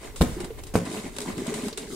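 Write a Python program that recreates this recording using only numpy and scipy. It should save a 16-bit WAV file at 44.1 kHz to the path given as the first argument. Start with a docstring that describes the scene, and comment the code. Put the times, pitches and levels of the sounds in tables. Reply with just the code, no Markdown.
"""Water bucket rocked in a yard

A plastic bucket with water in it is tipped and rocked by hand in a walled work yard, close to the microphone.
Twice its rim scuffs (noise) and it lands with a dull thud (decaying modes and a low boom). Water sloshes and
spatters (streams of ringing bubbles, noise bursts) and gulps (rising tones); a hand squeaks on the plastic.
The walls return a short diffuse tail; moving air rumbles faintly on the microphone (filtered noise)."""
import sys
import numpy as np
from scipy import signal
from scipy.fft import rfft, irfft, next_fast_len
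from scipy.io import wavfile
from scipy.ndimage import map_coordinates

SR = 44100
rng = np.random.default_rng(int(sys.argv[2]) if len(sys.argv) > 2 else 0)


def wav_record(signal):
    """Record a signal, one row per channel, as 16-bit PCM in the file named by sys.argv[1]."""
    frames = np.transpose(np.atleast_2d(signal))
    bounded = np.clip(frames, -1, 1)
    # unit amplitude maps onto the largest positive 16-bit level
    quanta = np.round(bounded * 32767).astype(np.int16)
    wavfile.write(sys.argv[1], SR, quanta)


N = 85995
TOP_HZ = 15800

# Bucket contacts; the first landing is rim, then base. Each row: start in seconds, level in dB,
# contact time in ms, crack in dB, wall rattle in dB.
KNOCKS = [(0.2118, 6, 1.47, -21, -30.5), (0.2175, -8, 1.9, -16, -23), (0.7546, 6, 1.1, -22, -21)]
# Bucket modes. Each row: frequency in Hz, level in dB, t60 in seconds.
BUCKET_MODES = [(126.6, -29, 0.13), (182.5, -27.5, 0.098), (224, -17, 0.041), (277, -29, 0.067),
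                (325, -43, 0.077), (410.5, -19.5, 0.032), (501, -25.5, 0.044), (551, -34, 0.039),
                (820, -36, 0.05), (950, -35, 0.13), (1145, -30, 0.066), (1270, -28, 0.088),
                (1360, -39, 0.066), (2257, -26, 0.1)]
# Crack spectrum. Each row: frequency in Hz, relative density in dB per Hz.
CRACK_SPECTRUM = [(300, 15), (1000, 12), (2000, 2.5), (4200, 9), (6000, -6.5), (9500, 0.5), (15500, -13)]
# Wall rattle spectrum. Each row: frequency in Hz, relative density in dB per Hz.
RATTLE_SPECTRUM = [(35, -19), (140, 8.5), (500, -4.5), (750, -17), (1300, -19), (1900, -23), (4000, -30.5),
                   (9000, -28.5), (15500, -42)]
# Rim dragging just before it lands. Each row: start in seconds, level in dB.
SCUFFS = [(0.207, -12), (0.738, -11.5)]
PUSH_S = 0.00075  # the wall gives way and springs back
BOOM_S, BOOM_DB, BOOM_HZ, BOOM_T60_S, BOOM_RISE_S = 0.2062, 0.5, 61.4, 0.062, 0.0049
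CRACK_T60_S, CRACK_RISE_S = 0.018, 0.00039
RATTLE_T60_S, RATTLE_RISE_S = 0.29, 0.00066
RATTLE_ROUGH_DB, RATTLE_CHATTER_PER_S = 2, 260
SCUFF_RISE_S, SCUFF_T60_S = 0.005, 0.07


def knocks():
    """Each contact pushes the wall, rings it, cracks and leaves it chattering; the first landing booms the base."""
    body, t = np.zeros(N), np.arange(SR // 4) / SR
    push = (1 - t / PUSH_S) * np.exp(-t / PUSH_S)
    for s, db, contact_ms, _, _ in KNOCKS:
        ring = np.zeros(len(t))
        for k, (hz, level_db, t60) in enumerate(BUCKET_MODES):
            gain = (-1) ** k * amp(level_db + rng.normal(0, 1))
            ring += gain * np.sin(2 * np.pi * hz * t) * decay(t, t60)
        force = t * np.exp(-2 * np.pi * 1000 * t / contact_ms)
        thud = signal.fftconvolve(push + ring, force / force.sum())[:len(t)]
        add(body, s, amp(db) * thud)
    boom = np.sin(2 * np.pi * BOOM_HZ * t) * fade(t, BOOM_RISE_S, BOOM_T60_S)
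    add(body, BOOM_S, -amp(BOOM_DB) * boom)
    crack = bursts([(s, db, CRACK_T60_S) for s, *_, db, _ in KNOCKS], CRACK_RISE_S)
    rattle = bursts([(s, db, RATTLE_T60_S) for s, *_, db in KNOCKS], RATTLE_RISE_S)
    scuff = bursts([(s, db, SCUFF_T60_S) for s, db in SCUFFS], SCUFF_RISE_S)
    chatter = unit(amp(RATTLE_ROUGH_DB * wobble(RATTLE_CHATTER_PER_S)))
    cracking = crack * tinted(noise(), CRACK_SPECTRUM)
    rattling = (rattle + scuff) * chatter * tinted(inside(noise()), RATTLE_SPECTRUM)
    return body + cracking + rattling


# Fine spray spectrum. Each row: frequency in Hz, relative density in dB per Hz.
SPRAY_SPECTRUM = [(600, -23), (1500, -10.5), (2200, -22), (3100, -3), (3800, 3.5), (5600, -1), (7500, 4.5),
                  (9200, 4.5), (11500, -4.5), (15500, -11)]
# Plopping bubble spectrum. Each row: frequency in Hz, relative density in dB per Hz.
PLOP_SPECTRUM = [(300, -18), (550, 6.5), (950, 0.5), (1400, -2), (2200, 1.5), (4500, -11), (8000, -30)]
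PLOPS_PER_S, CRACKLES_PER_S, CRACKLE_DB = 1100, 110, -5


def slosh():
    """Over the hollow churning, small bubbles plop, fine spray hisses and single drops crackle."""
    spray, plop, low = surge_levels()
    plops = bubble_pair(PLOPS_PER_S, hz=1396, spread=1.138, cycles=16, scatter_db=1.8, size=600)
    crackles = bubble_pair(CRACKLES_PER_S, hz=2880, spread=1.0, cycles=26, scatter_db=-1.5, size=600)
    drops = tinted(inside(droplets()), SPRAY_SPECTRUM)
    drops = drops + amp(CRACKLE_DB) * widen(unit(inside(crackles)))
    return hollow(low) + plop * tinted(inside(plops), PLOP_SPECTRUM) + spray * drops


# Water surges. Each row: crest in seconds, rise and fall time in seconds, fine spray in dB,
# plopping bubbles in dB, low slosh in dB.
SURGES = [(0.055, 0.048, -50, -46, -44), (0.327, 0.064, -50.5, -47.5, -48),
          (0.424, 0.058, -56.5, -46.5, -34.5), (0.593, 0.013, -52, -45, -38),
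          (0.868, 0.017, -55, -38, -46.5), (0.956, 0.084, -43.5, -41.5, -34),
          (1.064, 0.037, -50, -44, -34.5), (1.21, 0.078, -47.5, -52, -36.5),
          (1.294, 0.048, -45.5, -39.5, -32), (1.401, 0.044, -46.5, -45.5, -31),
          (1.489, 0.054, -44.5, -40, -32), (1.573, 0.046, -44.5, -40.5, -32), (1.653, 0.063, -44, -44, -36),
          (1.828, 0.045, -49.5, -48.5, -35.5), (1.942, 0.059, -44, -77, -35.5)]
CALM_SPRAY_DB, CALM_PLOP_DB, CALM_SLOSH_DB = -64, -59, -46.5


def surge_levels():
    """Levels of spray, plops and low slosh: every surge swells and sinks over calm water, powers adding."""
    power = amp([[CALM_SPRAY_DB], [CALM_PLOP_DB], [CALM_SLOSH_DB]]) ** 2
    for s, fall, spray_db, plop_db, slosh_db in SURGES:
        t = np.arange(N) / SR - s
        swell = 1 / np.cosh(np.pi / 2 * t / fall)
        power = power + (amp([[spray_db], [plop_db], [slosh_db]]) * swell) ** 2
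    return np.sqrt(power)


# Resonances of the bucket's hollow over the water. Each row: frequency in Hz, width in Hz, relative level in dB.
HOLLOW_MODES = [(149.7, 17, -4.5), (214, 86, 6.5), (253.3, 10, -6.5), (362, 95, -6), (416.7, 35.6, 9.5),
                (628, 12, -11), (778, 120, -9.5)]
BUBBLES_PER_S = 450
HOLLOW_SWAY, HOLLOW_SWAY_PER_S = 0.02, 9  # share of pitch, knots per second
DEEP_GROWS = 0.63  # exponent: the three lowest resonances need a strong surge


def hollow(level):
    """Large bubbles sound the air over the water; its resonances sway as the water moves."""
    churn = bubble_pair(BUBBLES_PER_S, hz=365, spread=1.35, cycles=2.87, scatter_db=1.5, size=1000)

    def resonate(centre, width, db):
        return filtered(churn, lambda f: amp(db) * 1j * f * width / (centre * centre - f * f + 1j * f * width))

    rings = np.array([resonate(*row) for row in HOLLOW_MODES])
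    deep, upper = rings[:3].sum(axis=0), rings[3:].sum(axis=0)
    clock = np.cumsum(1 + HOLLOW_SWAY * wobble(HOLLOW_SWAY_PER_S))

    def sway(pair):
        return np.array([map_coordinates(x, [clock], order=1, mode="mirror") for x in pair])

    deep_share = (level / level.max()) ** DEEP_GROWS
    return level * widen(deep_share * sway(deep) - sway(upper)) / np.std(deep - upper)


DROPS_PER_S, FIZZ_DB = 3500, -1


def droplets():
    """Two unrelated streams of tiny bursting drops over a fizz of noise."""
    drops = bubble_pair(DROPS_PER_S, hz=4647, spread=1.17, cycles=33, scatter_db=2.8, size=300)
    return drops + amp(FIZZ_DB) * noise()


# Water slapping the wall. Each row: start in seconds, spray in dB, spray t60 in seconds, knock of the wall in dB.
SPATTERS = [(0.1596, -41.5, 0.3, -35), (0.4023, -41, 0.15, -35), (0.4437, -43, 0.092, -34),
            (0.505, -69, 0.023, -40), (0.636, -40, 0.042, -67), (0.667, -47.5, 0.2, -47),
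            (0.852, -44.5, 0.23, -43), (1.1643, -38, 0.049, -35), (1.1847, -28.5, 0.021, -29.5),
            (1.2035, -31, 0.022, -37), (1.215, -36.5, 0.11, -61), (1.379, -42, 0.046, -33),
            (1.4675, -37, 0.044, -49), (1.5396, -35, 0.12, -31.5), (1.6826, -36, 0.041, -33),
            (1.774, -33.5, 0.14, -32.5)]
# Spatter spectrum. Each row: frequency in Hz, relative density in dB per Hz.
SPATTER_SPECTRUM = [(150, -18), (600, -10), (1500, -6), (4000, -2.5), (6000, -6), (8700, 1), (11500, -12),
                    (15500, -25)]
# Dull knock of a wave on the wall. Each row: frequency in Hz, relative density in dB per Hz.
SLAP_SPECTRUM = [(90, -45), (200, -12), (430, 0), (700, -6), (1000, -6), (2200, -11), (4000, -19),
                 (9000, -35)]
SPATTER_RISE_S = 0.0008
SNAP_DB, SNAP_T60_S, SNAP_RISE_S = -1.5, 0.014, 0.00072  # dB relative to the spray
SLAP_T60_S, SLAP_RISE_S = 0.042, 0.0015


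def spatters():
    """A snap, a short hiss of drops and a dull knock where a wave slaps the plastic."""
    spray = bursts([(s, db, t60) for s, db, t60, _ in SPATTERS], SPATTER_RISE_S)
    snap = bursts([(s, db + SNAP_DB, SNAP_T60_S) for s, db, _, _ in SPATTERS], SNAP_RISE_S)
    wall = bursts([(s, db, SLAP_T60_S) for s, _, _, db in SPATTERS], SLAP_RISE_S)
    hiss = (spray + snap) * tinted(inside(noise()), SPATTER_SPECTRUM)
    return hiss + wall * tinted(noise(), SLAP_SPECTRUM)


# Large air pockets closing. Each row: start in seconds, level before the envelope in dB, starting pitch in Hz.
GULPS = [(0.366, -22.5, 349), (0.406, -22.5, 341), (0.443, -24, 347), (0.504, -21, 444), (0.815, -23, 178),
         (0.983, -23, 210), (0.872, -20.5, 265), (0.913, -22.5, 318), (1.272, -27.5, 233),
         (1.303, -28.5, 215), (1.387, -27.5, 235), (1.479, -17, 234), (1.52, -19.5, 414),
         (1.634, -16.5, 245), (1.668, -17.5, 215), (1.726, -30, 439), (1.776, -24.5, 420)]
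GULP_T60_S, GULP_RISE_S, GULP_GLIDE_PER_S = 0.059, 0.0022, 1.4


def gulps():
    """Each trapped air pocket rings briefly, rising in pitch."""
    out, t = np.zeros(N), np.arange(SR // 4) / SR
    for s, db, hz in GULPS:
        cycles = hz * t * (1 + GULP_GLIDE_PER_S * t / 2)
        add(out, s, amp(db) * np.sin(2 * np.pi * cycles) * fade(t, GULP_RISE_S, GULP_T60_S))
    return out


# Squeak spectrum. Each row: frequency in Hz, relative density in dB per Hz.
SQUEAK_SPECTRUM = [(2000, -19), (4600, -7), (9000, -28)]
SQUEAK_S, SQUEAK_DB, SQUEAK_T60_S, SQUEAK_RISE_S = 1.7265, -34, 0.048, 0.0022


def squeak():
    """A hand slips: a short, thin scratch of skin on plastic."""
    return bursts([(SQUEAK_S, SQUEAK_DB, SQUEAK_T60_S)], SQUEAK_RISE_S) * tinted(noise(), SQUEAK_SPECTRUM)


INSIDE_ECHO_S, INSIDE_ECHO_GAIN = 0.016, 0.24  # longest delay, gain of each echo


def inside(pair):
    """A few quick echoes of either sign between the walls of the bucket colour the sound."""
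    draws = rng.random((8, 2))

    def echoes(hz):
        response = 1
        for delay, sign in draws:
            turn = np.exp(-2j * np.pi * hz * INSIDE_ECHO_S * delay)
            response = response + INSIDE_ECHO_GAIN * np.sign(sign - .5) * turn
        return response

    return filtered(pair, echoes)


# Tail of the yard. Each row: frequency in Hz, t60 in seconds.
YARD_T60 = [(100, 0.54), (500, 0.24), (3000, 0.47), (12000, 0.065)]
YARD_DB = -15


def yard(x):
    """The walls answer with a short diffuse tail, its highest treble dying fastest."""
    hz, t, z = signal.stft(rng.standard_normal((2, SR // 2)), SR, nperseg=256)
    tail = signal.istft(z * decay(t, along(YARD_T60, hz)[:, None]), SR, nperseg=256)[1]
    late = np.pad(x.mean(axis=0), (300, 0))  # delay in samples
    return widen(signal.fftconvolve(late[None], tail / np.linalg.norm(tail[0]), axes=1)[:, :N])


# Rumble level. 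Each row: time in seconds, level in dB.
RUMBLE_LEVEL = [(0, -42.5), (0.15, -37), (0.29, -33), (0.42, -37.5), (0.68, -36.5), (0.86, -51),
                (1.14, -42), (1.21, -48), (1.35, -38), (1.44, -48.5), (1.95, -46)]
# Rumble spectrum. Each row: frequency in Hz, relative density in dB per Hz.
RUMBLE_SPECTRUM = [(15, -0.5), (35, -4), (65, -10.5), (110, -15.5), (400, -48)]
# Outdoor floor spectrum. Each row: frequency in Hz, relative density in dB per Hz.
AIR_SPECTRUM = [(50, -16), (400, 13), (800, 1), (2500, -4), (15500, -47)]
AIR_DB = -58


def air():
    """Low buffeting of moving air on the microphone over a quiet outdoor floor."""
    rumble_db = np.interp(np.arange(N) / SR, *np.transpose(RUMBLE_LEVEL))
    return amp(rumble_db) * tinted(noise(), RUMBLE_SPECTRUM) + amp(AIR_DB) * tinted(noise(), AIR_SPECTRUM)


def bubbles(rate, hz, spread, cycles, scatter_db, size):
    """A stream of small ringing bubbles of random pitch and strength, t60 in cycles, rms 1."""
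    count = int(rate * N / SR)
    when, strength, tone = np.random.default_rng(rng.integers(2 ** 31)).random((count, 3)).T
    pitch = np.clip(hz * np.exp(spread * (2 * tone - 1)), 20, TOP_HZ)[:, None]
    t = np.arange(size) / SR
    level_db = -scatter_db * np.log(np.maximum(1 - strength, .01))
    gain = amp(level_db)[:, None] * np.sqrt(pitch)
    rings = gain * np.sin(2 * np.pi * pitch * t) * decay(t, cycles / pitch)
    at = (when * N).astype(int)[:, None] + np.arange(size)
    return unit(np.bincount(at.ravel(), rings.ravel(), N + size)[:N])


def bubble_pair(rate, **kind):
    """Two unrelated bubble streams."""
    return np.array([bubbles(rate, **kind) for _ in range(2)])


def noise():
    """Two unrelated white noises."""
    return rng.standard_normal((2, N))


def wobble(rate):
    """A smooth random curve, rate knots a second."""
    return map_coordinates(rng.standard_normal(int(N * rate / SR) + 4), [np.arange(N) * rate / SR])


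def decay(t, t60):
    """Exponential decay, 60 dB in t60."""
    return np.exp(-np.log(1000) * t / t60)


def fade(t, rise, t60):
    """Quick attack and exponential decay."""
    return (1 - np.exp(-t / rise)) * decay(t, t60)


def add(out, s, sound):
    """Mix a short sound in at a moment in seconds."""
    part = out[..., round(s * SR):][..., :sound.shape[-1]]
    part += sound[..., :part.shape[-1]]


def bursts(rows, rise):
    """Envelope of (start s, dB, t60 s) bursts."""
    out, t = np.zeros(N), np.arange(SR // 3) / SR
    for s, db, t60 in rows:
        add(out, s, amp(db) * fade(t, rise, t60))
    return out


def amp(db):
    """Decibels to gain."""
    return 10 ** (np.asarray(db) / 20)


def unit(x):
    """Scale to rms 1."""
    return x / np.sqrt(np.mean(x ** 2) + 1e-20)


def along(points, hz):
    """Interpolate (Hz, value) points on a log frequency axis."""
    f, v = np.transpose(points)
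    return np.interp(np.log(hz + 1), np.log(f + 1), v)


def filtered(x, response):
    """x times a complex response of frequency."""
    m = next_fast_len(N + SR // 2)
    return irfft(rfft(x, m) * response(np.fft.rfftfreq(m, 1 / SR)), m)[..., :N]


# Stereo width. Each row: frequency in Hz, side minus mid in dB.
WIDTH = [(60, -5.5), (200, -17), (380, -13), (700, -3.5), (2400, -3), (8000, 0)]


def widen(pair):
    """Two unrelated signals, as mid and side, to left and right: narrowest near 200 Hz, wide treble."""
    side = filtered(pair[1], lambda hz: amp(along(WIDTH, hz)))
    return np.array([pair[0] + side, pair[0] - side])


def tinted(pair, spectrum):
    """Stereo sound shaped by the given spectrum, the pair at rms 1 before widening."""
    return widen(unit(filtered(pair, lambda hz: amp(along(spectrum, hz)))))


def scene():
    """Bucket and water between the walls; only the short events feed the yard's tail."""
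    hits = knocks() + spatters() + gulps() + squeak()
    return hits + amp(YARD_DB) * yard(hits) + slosh() + air()


LOW_CUT_HZ = 35


def record(dry):
    """The recorder sheds the deepest bass and keeps nothing above its band limit."""
    return filtered(dry, lambda hz: 1j * hz / (LOW_CUT_HZ + 1j * hz) * (hz < TOP_HZ))


dry = scene()
out = record(dry)
wav_record(out)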